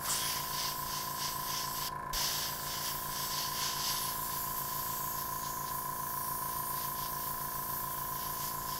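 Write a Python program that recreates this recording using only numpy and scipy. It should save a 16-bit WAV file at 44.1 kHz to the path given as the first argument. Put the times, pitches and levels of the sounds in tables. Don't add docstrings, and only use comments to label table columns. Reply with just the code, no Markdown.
import sys
import numpy as np
from scipy import signal
from scipy.fft import rfft, irfft, next_fast_len
from scipy.io import wavfile
from scipy.ndimage import uniform_filter1d, map_coordinates

SR = 44100
rng = np.random.default_rng(int(sys.argv[2]) if len(sys.argv) > 2 else 0)


def master(y):
    cut = np.clip(np.atleast_2d(y).T, -1, 1)
    pcm = np.round(cut * 32767)
    wavfile.write(sys.argv[1], SR, pcm.astype(np.int16))


N = 387638

SHAFT_HZ, MOTOR_HUM_HZ = 28.24, 120.06
# let_go_s, pressed_again_s
TRIGGER_PAUSE = (1.886, 2.131)
# time_s, lower_hz, upper_hz
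HISS_PITCHES = [(0, 7900, 10500), (2.4, 7900, 11000), (3.4, 7600, 11100), (4.0, 7700, 10700),
                (4.8, 7400, 10500), (5.6, 6700, 10000), (6.2, 6500, 10000), (6.6, 6400, 9550),
                (8.3, 6500, 9550), (8.79, 7200, 10200)]


def amp(db):
    return 10 ** (np.asarray(db) / 20)


def unit(x):
    return x / np.sqrt(np.mean(x ** 2) + 1e-20)


def clock():
    return np.arange(N) / SR


def along(points, hz):
    pitches, values = np.transpose(points)
    return np.interp(np.log(hz + 1), np.log(pitches + 1), values)


def curves(rows):
    times, *columns = np.transpose(rows)
    return [np.interp(clock(), times, column) for column in columns]


def wobble(rate):
    return map_coordinates(rng.standard_normal(int(N * rate / SR) + 4), [clock() * rate])


def filtered(x, response):
    size = next_fast_len(N + SR // 2)
    return irfft(rfft(x, size) * response(np.fft.rfftfreq(size, 1 / SR)), size)[:N]


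def noise(colour):
    return unit(filtered(rng.standard_normal(N), lambda hz: amp(along(colour, hz))))


def band(centre_hz, width_hz):
    phase = 2 * np.pi * np.cumsum(centre_hz * np.ones(N)) / SR
    slow = lambda: filtered(rng.standard_normal(N), lambda hz: 1 / (1 + (hz / width_hz) ** 2) ** 2)
    return unit(slow() * np.cos(phase) + slow() * np.sin(phase))


def swell(peak_s, spread_s):
    return np.exp(-.5 * ((clock() - peak_s) / spread_s) ** 2)


def stroke(turn, place, sharpness):
    return np.exp(sharpness * (np.cos(2 * np.pi * (turn - place)) - 1))


def room_tone():
    # pitch_hz, gain_db
    colour = [(10, -13), (25, 0.5), (50, -6.5), (100, -13), (200, -17.5), (450, -19), (1750, -15.5),
              (2100, -29.5), (3000, -34.5), (11000, -35.5), (16000, -37)]
    return amp(-52.5) * noise(colour)


def kitchen_echo(x):
    # pitch_hz, fade_s
    fade_times = [(200, 0.59), (3000, 0.27), (14000, 0.21)]
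    hz, t, spectrum = signal.stft(rng.standard_normal(SR // 2), SR, nperseg=256)
    fade = amp(-60 * t / along(fade_times, hz)[:, None])
    tail = signal.istft(spectrum * fade, SR, nperseg=256)[1]
    late_tail = np.pad(tail, (200, 0)) / np.linalg.norm(tail)
    return signal.fftconvolve(x, late_tail)[:N]


def puffs():
    # peak_s, level_db, spread_s, pitch_hz
    thumps = [(1.895, -55, 0.011, 69.6), (2.146, -34.5, 0.012, 36)]
    return sum(amp(db) * swell(s, spread) * np.sin(2 * np.pi * hz * (s - clock()))
               for s, db, spread, hz in thumps)


def back_pressure(lag_s):
    build_s, linger_s, leak_s = .11, 0.36, 0.73
    let_go_s, pressed_s = TRIGGER_PAUSE
    t = clock() - lag_s
    build = np.clip((t - let_go_s) / build_s, 0, 1)
    leak = np.exp(-np.maximum(t - pressed_s - linger_s, 0) / leak_s)
    at_start = 0.87 * np.exp(-clock() / leak_s)
    return at_start + build * leak


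def thrum(turn, slip):
    # times_shaft_speed, gain_db
    overtones = [(1, -34), (2, -9), (3, -6), (4, -9.5), (5, 1), (6, -11.5), (7, -2.5), (8, -31), (9, -6),
                 (10, -43), (11, -7), (12, -17.5), (13, -4), (14, -17.5), (15, -11.5), (16, -47), (17, -7),
                 (18, -16), (19, -9.5), (20, -11.5), (21, -10), (22, -23), (23, -7), (24, -14), (25, -1.5),
                 (26, -18), (27, -24), (28, -10.5), (29, -13.5), (30, -7.5), (31, -6), (32, -9.5), (33, -6)]
    intake, exhaust = .186, .688
    cycle = np.linspace(0, 1, num=2048)
    wave = np.zeros(len(cycle))
    for order, db in overtones:
        pops = np.exp(-2j * np.pi * order * intake) - .5 * np.exp(-2j * np.pi * order * exhaust)
        smear = 0.92 * min(order / 20, 1) * rng.standard_normal()
        wave += amp(db) * np.cos(2 * np.pi * order * cycle + np.angle(pops) + smear)
    popping = np.interp(turn % 1, cycle, wave)
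    hum = np.cos(2 * np.pi * (5 * (turn - intake) + slip))
    return amp(-49) * unit(popping) + amp(-57) * unit(hum)


def head_ring(turn, slip, unrest):
    # time_s, level_db
    free_levels = [(0, -41), (1.5, -41.5), (4.6, -41.5), (6.55, -40), (7.5, -42), (8.79, -41.5)]
    free_db, = curves(free_levels)
    choke_db = -4 * back_pressure(lag_s=0.3) * back_pressure(0)
    limp = 1 + .21 * np.cos(2 * np.pi * slip) - .07 * np.cos(4 * np.pi * slip)
    pitch_sway = 0.064 * np.sin(2 * np.pi * (turn + slip))
    phase = 2 * np.pi * 36 * turn + pitch_sway + 1.1 * unrest * wobble(50)
    hard = limp * stroke(turn, place=.505, sharpness=1.52) * np.sin(phase)
    soft = 0.61 * stroke(turn, place=.02, sharpness=1.52) * np.sin(phase - 2.41)
    roughness = 1 + 0.059 * wobble(40)
    return amp(free_db + choke_db) * unit((hard + soft) * roughness)


def groan(turn, unrest):
    tone = stroke(turn, place=.8, sharpness=1.6) * np.sin(2 * np.pi * 21 * turn)
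    return amp(-57.5) * unrest * unit(tone)


def valve_ticks(turn, slip, unrest):
    # pitch_hz, width_hz, gain_db
    casing_notes = [(1350, 58, -4), (1484, 58, -5), (1557, 64, -4), (1629, 87, 5.5), (1718, 23, 11.5),
                    (2115, 130, 4.5)]
    # pitch_hz, gain_db
    walls = [(1000, -38), (1270, 3.5), (1760, 1), (1840, -21), (2200, -7.5), (2800, -14)]
    slaps = np.zeros(N)
    for place, db in [(.335, -1.5), (.69, -6), (0.0997, -15.5)]:
        at = np.flatnonzero(np.diff(np.floor(turn - place)) > 0)
        throb = 1 + 0.024 * np.cos(2 * np.pi * slip[at])
        slaps[at] += amp(db + 0.7 * rng.standard_normal(len(at))) * throb
    casing = lambda hz: sum(amp(db) * 1j * hz * width / (pitch ** 2 - hz ** 2 + 1j * hz * width)
                            for pitch, width, db in casing_notes)
    ringing = filtered(slaps, lambda hz: casing(hz) * amp(along(walls, hz)))
    return amp(-55.5 + 3.8 * unrest) * unit(ringing)


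def intake_chuffs(turn):
    spurts = stroke(turn, place=0.23, sharpness=24) + 0.7 * stroke(turn, place=0.44, sharpness=11)
    hiss = band(10800, width_hz=3600) + 0.49 * band(4500, width_hz=1100)
    return amp(-64) * unit(spurts * hiss)


def compressor():
    turn = SHAFT_HZ * clock() + .0008 * wobble(4.5)
    slip = (MOTOR_HUM_HZ - 4 * SHAFT_HZ) * clock() + .18
    unrest = 0.14 + .8 * back_pressure(0)
    return (thrum(turn, slip) + head_ring(turn, slip, unrest) + groan(turn, unrest)
            + valve_ticks(turn, slip, unrest) + intake_chuffs(turn))


def drifting(x, depth_db):
    spectrum = signal.stft(x, nperseg=512)[2]
    ripples = rng.standard_normal(spectrum.shape)
    for _ in range(2):
        ripples = uniform_filter1d(ripples, size=7, axis=0)
        ripples = uniform_filter1d(ripples, size=26, axis=1)
    return unit(signal.istft(spectrum * amp(depth_db * unit(ripples)), nperseg=512)[1][:N])


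def hiss_bursts():
    # peak_s, level_db, spread_s, pitch_hz, width_hz
    bursts = [(0.058, -42, 0.0073, 5940, 5000), (0.084, -43, 0.041, 1305, 915),
              (.119, -34, 0.019, 7820, 1800), (0.154, -41, 0.053, 8800, 3500),
              (.24, -45.5, 0.047, 3290, 250), (0.268, -45, 0.055, 10500, 1200),
              (0.313, -49.5, 0.082, 2094, 700), (5.446, -48.5, 0.017, 4900, 2500),
              (5.685, -51.5, .018, 4410, 2400), (6.814, -52, 0.033, 4210, 2600),
              (8.44, -49, .04, 7000, 2000)]
    hiss = sum(amp(db) * swell(s, spread) * band(hz, width) for s, db, spread, hz, width in bursts)
    return hiss * amp(2.3 * wobble(510))


def flutter():
    peak_s, strokes_per_s = 4.6, 5.04
    strokes = stroke(strokes_per_s * (clock() - peak_s), place=0, sharpness=1.1)
    return amp(-42.5) * swell(peak_s, spread_s=0.48) * strokes * band(12600, width_hz=1400)


def hand_passes():
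    # peak_s, level_db, spread_s
    sweeps = [(0.128, -38, 0.03), (0.292, -38, 0.08), (0.622, -38, 0.054), (0.963, -41, 0.053),
              (1.254, -38, 0.031), (1.562, -39.5, 0.057), (1.856, -40.5, 0.056), (2.22, -35.5, 0.098),
              (2.408, -38.5, 0.051), (2.746, -41.5, 0.052), (2.87, -40, 0.034), (3.202, -41, 0.045),
              (3.395, -39.5, 0.061), (3.646, -35.5, 0.052), (3.89, -36.5, 0.062), (4.07, -44, 0.047),
              (4.34, -46, 0.03), (4.755, -52, 0.037), (4.924, -50, 0.03), (5.194, -49.5, 0.025),
              (5.46, -50, 0.028), (5.688, -52, .03), (6.536, -52, 0.038), (6.81, -47.5, 0.043),
              (7.03, -47, 0.033), (7.243, -54, .035), (8.234, -47, 0.049), (8.44, -46.5, 0.051),
              (8.74, -46, 0.062)]
    return np.sqrt(sum(amp(db) ** 2 * swell(s, spread) for s, db, spread in sweeps))


def edge_hiss(passes):
    # time_s, lower_db, upper_db
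    edge_levels = [(0, -53, -62), (3.0, -53, -64), (3.9, -52, -47), (5.1, -53, -60), (6.4, -58, -50.5),
                   (7.8, -56.5, -58), (8.79, -54, -58)]
    lower_db, upper_db = curves(edge_levels)
    lower_hz, upper_hz = curves(HISS_PITCHES)
    lower_gain = amp(lower_db + 1.5 + 0.5 * wobble(12))
    lower = drifting(band(lower_hz, width_hz=1540), depth_db=2.5)
    upper_gain = np.hypot(amp(upper_db + 2.1 * wobble(12)), amp(-14) * passes)
    upper = drifting(band(upper_hz, width_hz=1100), depth_db=2.1)
    return lower_gain * lower + upper_gain * upper


def stencil_and_tray(passes):
    # time_s, level_db
    rush_levels = [(0, -51.5), (2.6, -48.5), (4.55, -50.5), (5.95, -58.5), (6.5, -56), (8.0, -54),
                   (8.79, -66)]
    # pitch_hz, gain_db
    stencil_colour = [(1120, -30), (1900, -13.5), (2170, -10.5), (2450, -13.5), (3040, -2), (3790, -5),
                      (4080, -9), (4460, 0.5), (5380, 0.5), (6350, -2.5), (6970, -11), (8000, -12),
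                      (10400, -25), (17600, -120)]
    # pitch_hz, gain_db
    tray_colour = [(150, -20), (450, -3.5), (650, 0), (1000, 4.5), (1300, -1), (1650, 4.5), (2200, 0.5),
                   (2550, -29), (3200, -13), (4000, -10)]
    rush_db, = curves(rush_levels)
    stencil_db = 20 * np.log10(np.hypot(amp(rush_db), passes))
    stencil = amp(stencil_db + 0.96 * wobble(35)) * drifting(noise(stencil_colour), depth_db=0.85)
    hard_hit_db = -37.5
    tray = amp(-46.5 + 0.9 * (stencil_db - hard_hit_db)) * noise(tray_colour)
    return stencil + tray


def nozzle_hiss():
    # time_s, level_db
    jet_levels = [(0, -42.5), (.25, -39.5), (.42, -42), (1.8, -42.5), (2.2, -39.5), (2.68, -42.5),
                  (2.89, -39), (3.05, -40.5), (3.62, -43), (4.5, -38), (5.97, -42), (6.07, -39.5),
                  (6.7, -39), (7.45, -39.5), (8.3, -40), (8.72, -42)]
    # pitch_hz, gain_db
    jet_colour = [(3000, -21.5), (6000, -13), (9500, -9), (11300, -2.5), (12300, 2.5), (13200, -1),
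                  (14200, 0), (15700, -3.5)]
    jet_db, = curves(jet_levels)
    _, upper_hz = curves(HISS_PITCHES)
    gain = amp(jet_db + 0.91 * wobble(25) + .5 * wobble(10))
    hiss = drifting(noise(jet_colour), depth_db=1.4)
    sinking = upper_hz / upper_hz[0]
    delay_s = .00085 / sinking * (1 + .025 * wobble(2.5))
    echo = map_coordinates(hiss, [(clock() - delay_s) * SR], order=3)
    return gain * unit(hiss + .2 * echo)


def air_flow():
    let_go_s, pressed_s = TRIGGER_PAUSE
    valve_open = (clock() < let_go_s) | (clock() > pressed_s)
    rise = np.clip(0.61 + (clock() - 0.013) / 0.089, 0, 1)
    return rise * uniform_filter1d(valve_open.astype(float), size=180)


def airbrush():
    passes = hand_passes()
    spray = stencil_and_tray(passes) + nozzle_hiss() + edge_hiss(passes) + hiss_bursts() + flutter()
    return air_flow() * spray


def scene():
    air = airbrush()
    mono = air + amp(-15.5) * kitchen_echo(air) + compressor() + puffs() + room_tone()
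    return np.array([mono, mono])


def record(dry):
    top_hz = 15750
    return np.array([filtered(channel, lambda hz: hz < top_hz) for channel in dry])


dry = scene()
out = record(dry)
master(out)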